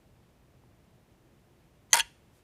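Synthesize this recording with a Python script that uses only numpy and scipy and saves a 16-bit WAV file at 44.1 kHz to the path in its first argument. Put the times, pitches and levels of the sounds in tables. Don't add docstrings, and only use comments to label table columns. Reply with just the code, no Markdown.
import sys
import numpy as np
from scipy import signal
from scipy.fft import rfft, irfft
from scipy.io import wavfile
from scipy.ndimage import uniform_filter1d

SR = 44100
rng = np.random.default_rng(int(sys.argv[2]) if len(sys.argv) > 2 else 0)


def unload_audio(sound):
    columns = np.transpose(np.atleast_2d(sound))
    steps = np.round(np.clip(columns, -1, 1) * 32767)
    wavfile.write(sys.argv[1], SR, steps.astype(np.int16))


def attenuation_scalar(level_db):
    decades = np.asarray(level_db, float) / 20
    return 10 ** decades


N = 107339
SNAP_S = 1.931
TIGHTENS_S = 1.988


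def band(x, hz, width):
    return signal.lfilter(*signal.iirpeak(hz, hz / width, fs=SR), x)


def unit(x):
    return x / np.sqrt(np.mean(x ** 2))


def ring(x, hz, t60):
    pole = np.exp(2j * np.pi * hz / SR - np.log(1000) / (max(t60, .002) * SR))
    return signal.lfilter([1], [1, -pole], x).imag


def hit(when_s):
    return 1. * (np.arange(N) == int(when_s * SR))


def ticks():
    ticks_per_s, scatter_db = 9000, 3
    on = rng.random(N) < ticks_per_s / SR
    sign = np.sign(rng.standard_normal(N))
    return unit(on * sign * attenuation_scalar(scatter_db * rng.exponential(size=N)))


def needle(t):
    # t/s, level/dB
    snap_events = [
        (1.9087, -52.5),
        (1.9215, -49.5),
        (1.931, -3.5),
        (1.9335, -18.5),
        (2.0048, -21.5),
    ]
    # f/Hz, level/dB, t60/s
    needle_modes = [(980, -18.5, .04), (1990, -11, 0.024), (2530, -17.5, .02), (3183, -7, 0.014),
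                    (4216, -6.5, .018), (4580, -10.5, 0.045), (6180, 1.64, .037), (6797, -2.5, .014),
                    (7640, -14, 0.017), (8130, -19, 0.02), (10210, -11, 0.0068), (13900, -21.5, .007)]
    creep_from_s, creep_db, creep_db_per_s = 1.9, -65, 499.5
    push = np.zeros(N)
    for s, db in snap_events:
        push[int(s * SR)] += attenuation_scalar(db)
    straining = (t > creep_from_s) * (t < SNAP_S)
    creep = straining * attenuation_scalar(creep_db + creep_db_per_s * np.clip(t - creep_from_s, 0, .04))
    push = push + creep * ticks() / 10
    push = np.convolve(push, np.hanning(7) / 2)[:N] + np.diff(push, prepend=0)
    sound = np.zeros(N)
    for k, (hz, db, t60) in enumerate(needle_modes):
        sound += (-1) ** k * attenuation_scalar(db) * ring(push, hz, t60)
    return sound


def catches(t):
    # t/s, level/dB, length/s
    catch_events = [
        (1.9418, -9.5, .0012),
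        (1.9453, -22.5, .004),
        (1.9553, -18, 0.0025),
        (1.9663, -24.5, .003),
        (1.9708, -23.5, .0015),
        (1.9735, -22, 0.0043),
        (1.986, -23, 0.0035),
        (1.9905, -25, 0.0041),
        (1.996, -25, 0.0038),
        (2.004, -29.5, 0.0018),
    ]
    # f/Hz, width/Hz, level/dB
    fibre_bands = [(1880, 1500, -2.5), (3540, 930, -9), (4720, 700, -7.5), (5200, 750, -10),
                   (6800, 740, -6), (9380, 1200, 0.5), (11100, 1000, -4), (15000, 600, -16)]
    first_tick_db = 16
    spray = np.zeros(N)
    for s, db, length in catch_events:
        spray += attenuation_scalar(db) * (t >= s) * np.exp(-np.maximum(t - s, 0) / length)
    clicks = ticks() * spray
    for s, db, _ in catch_events:
        clicks[int(s * SR)] = attenuation_scalar(db + first_tick_db)
    sound = np.zeros(N)
    for hz, width, db in fibre_bands:
        coloured = band(band(clicks, hz, width), hz, 2 * width)
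        sound += attenuation_scalar(db) * coloured * np.sqrt(SR / 8 / width)
    return sound - band(sound, 13300, 3000)


def drag(t):
    # t/s, level/dB
    drag_curve = [
        (1.929, -38.5),
        (1.938, -23),
        (1.951, -24),
        (1.964, -31),
        (1.975, -26),
        (1.988, -30.5),
        (1.997, -23.5),
        (2.002, -29),
        (2.006, -21),
    ]
    # f/Hz, t60/s, level when slack/dB, level when taut/dB
    cloth_modes = [(540, 0.019, -13.5, -20.5), (668, 0.022, -10, -19.5), (920.6, 0.05, 0, -11.5),
                   (1160, .02, -11, -29), (1448, .03, -8, -11), (1691, 0.086, -10.5, -2.5),
                   (2086, 0.036, -6.5, -17.5), (2485, .015, -12.5, -7.5), (2742, 0.014, -10, 2),
                   (3295, 0.0098, -7, -0.5), (4330, .016, -9.5, -6), (4640, 0.0067, -13, -16.5),
                   (5060, 0.0091, -14.5, -14), (7550, .01, -20.5, -16.5)]
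    let_go_s, tighten_time_s = .003, .003
    s, db = np.array(drag_curve).T
    fade = np.exp(-np.maximum(t - s.max(), 0) / let_go_s)
    force = ticks() * attenuation_scalar(np.interp(t, s, db, left=-120)) * fade
    taut = .5 + .5 * np.tanh((t - TIGHTENS_S) / tighten_time_s)
    sound = np.zeros(N)
    for k, (hz, t60, slack, tight) in enumerate(cloth_modes):
        shaking = ring(force * attenuation_scalar(slack + (tight - slack) * taut), hz, t60)
        sound += shaking * np.sqrt(14 / (t60 * SR)) * (-1) ** k
    return sound


def hoop_thud():
    return attenuation_scalar(-48.5) * ring(hit(SNAP_S), 190, 0.16)


def hand_jolt(t):
    jolt_s, length_s, hz, db = 2.035, 0.032, 52, -52.5
    swell = np.exp(-((t - jolt_s) / length_s) ** 2)
    return attenuation_scalar(db) * swell * np.sin(2 * np.pi * hz * t)


def room(x):
    # f/Hz, t60/s, level/dB
    room_bands = [(680, 0.16, -28), (1690, 0.12, -20), (2600, 0.38, -27.5), (5500, 0.43, -31.5),
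                  (10000, .16, -35.5)]
    t = np.arange(SR // 2) / SR
    tail = np.zeros(len(t))
    for hz, t60, db in room_bands:
        noise = unit(band(rng.standard_normal(len(t)), hz, hz * .9))
        tail += attenuation_scalar(db - 60 * t / t60) * noise * np.sqrt(14 / (t60 * SR))
    tail = tail * np.clip(t / 0.0092, 0, 1)
    return signal.fftconvolve(x, tail)[:N]


def far_tap():
    return attenuation_scalar(-53) * ring(hit(.637), 900, 0.015)


def cloth_brush(t):
    brush_s, length_s, db = 2.37, .045, -73
    swell = np.exp(-((t - brush_s) / length_s) ** 2)
    return attenuation_scalar(db) * swell * unit(band(rng.standard_normal(N), 7000, 9700))


def appliance(t):
    # f/Hz, width/Hz, level/dB
    hum_bands = [(52, 36, -74.5), (121.8, 7.3, -73.5), (345, 7, -78.5)]
    fade_db_per_s = -3.5
    hum = np.zeros(N)
    for hz, width, db in hum_bands:
        hum += attenuation_scalar(db) * unit(band(band(rng.standard_normal(N), hz, width), hz, 2 * width))
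    return hum * attenuation_scalar(fade_db_per_s * (t - 1.5))


def air():
    # f/Hz, level/dB
    air_curve = [(45, -7.5), (110, -3), (300, -11), (680, -17), (1350, -25), (2900, -29), (4300, -34),
                 (15500, -39.5)]
    air_db, low_hz = -62.5, 41
    f = np.maximum(np.fft.rfftfreq(N, 1 / SR), 1)
    hz, db = np.array(air_curve).T
    colour = attenuation_scalar(np.interp(np.log(f), np.log(hz), db))
    low_cut = np.minimum(f / low_hz, 1) ** 3
    hiss = irfft(rfft(rng.standard_normal(N)) * colour * low_cut, N)
    return attenuation_scalar(air_db) * unit(hiss)


def street():
    swells_per_s, swell_db = 7, -84
    k = int(SR / swells_per_s)
    drift = uniform_filter1d(np.repeat(rng.standard_normal(N // 1000), k)[:N], k)
    return attenuation_scalar(swell_db + 4 * drift) * unit(band(rng.standard_normal(N), 2100, 1800))


def scene():
    t = np.arange(N) / SR
    snap, fibres, cloth = needle(t), catches(t), drag(t)
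    needle_room_db, taut_room_db = -11.5, -6.5
    to_room = fibres + attenuation_scalar(needle_room_db) * snap + attenuation_scalar(taut_room_db * (t > TIGHTENS_S)) * cloth
    pull = snap + fibres + cloth + room(to_room)
    low_cut = signal.butter(3, 420, "high", fs=SR, output="sos")
    pull = signal.sosfilt(low_cut, pull)
    small = hoop_thud() + hand_jolt(t) + far_tap() + cloth_brush(t)
    background = appliance(t) + air() + street()
    return (pull + small + background)[None]


def top_cut(x):
    return signal.sosfilt(signal.butter(12, 16640, fs=SR, output="sos"), x)


def record(dry):
    drive, top_hz = .9, 15350
    rounded = np.tanh(drive * dry) / drive
    mix = signal.sosfilt(signal.ellip(8, .2, 60, top_hz, fs=SR, output="sos"), rounded)
    return top_cut(mix)


dry = scene()
out = record(dry)
unload_audio(out)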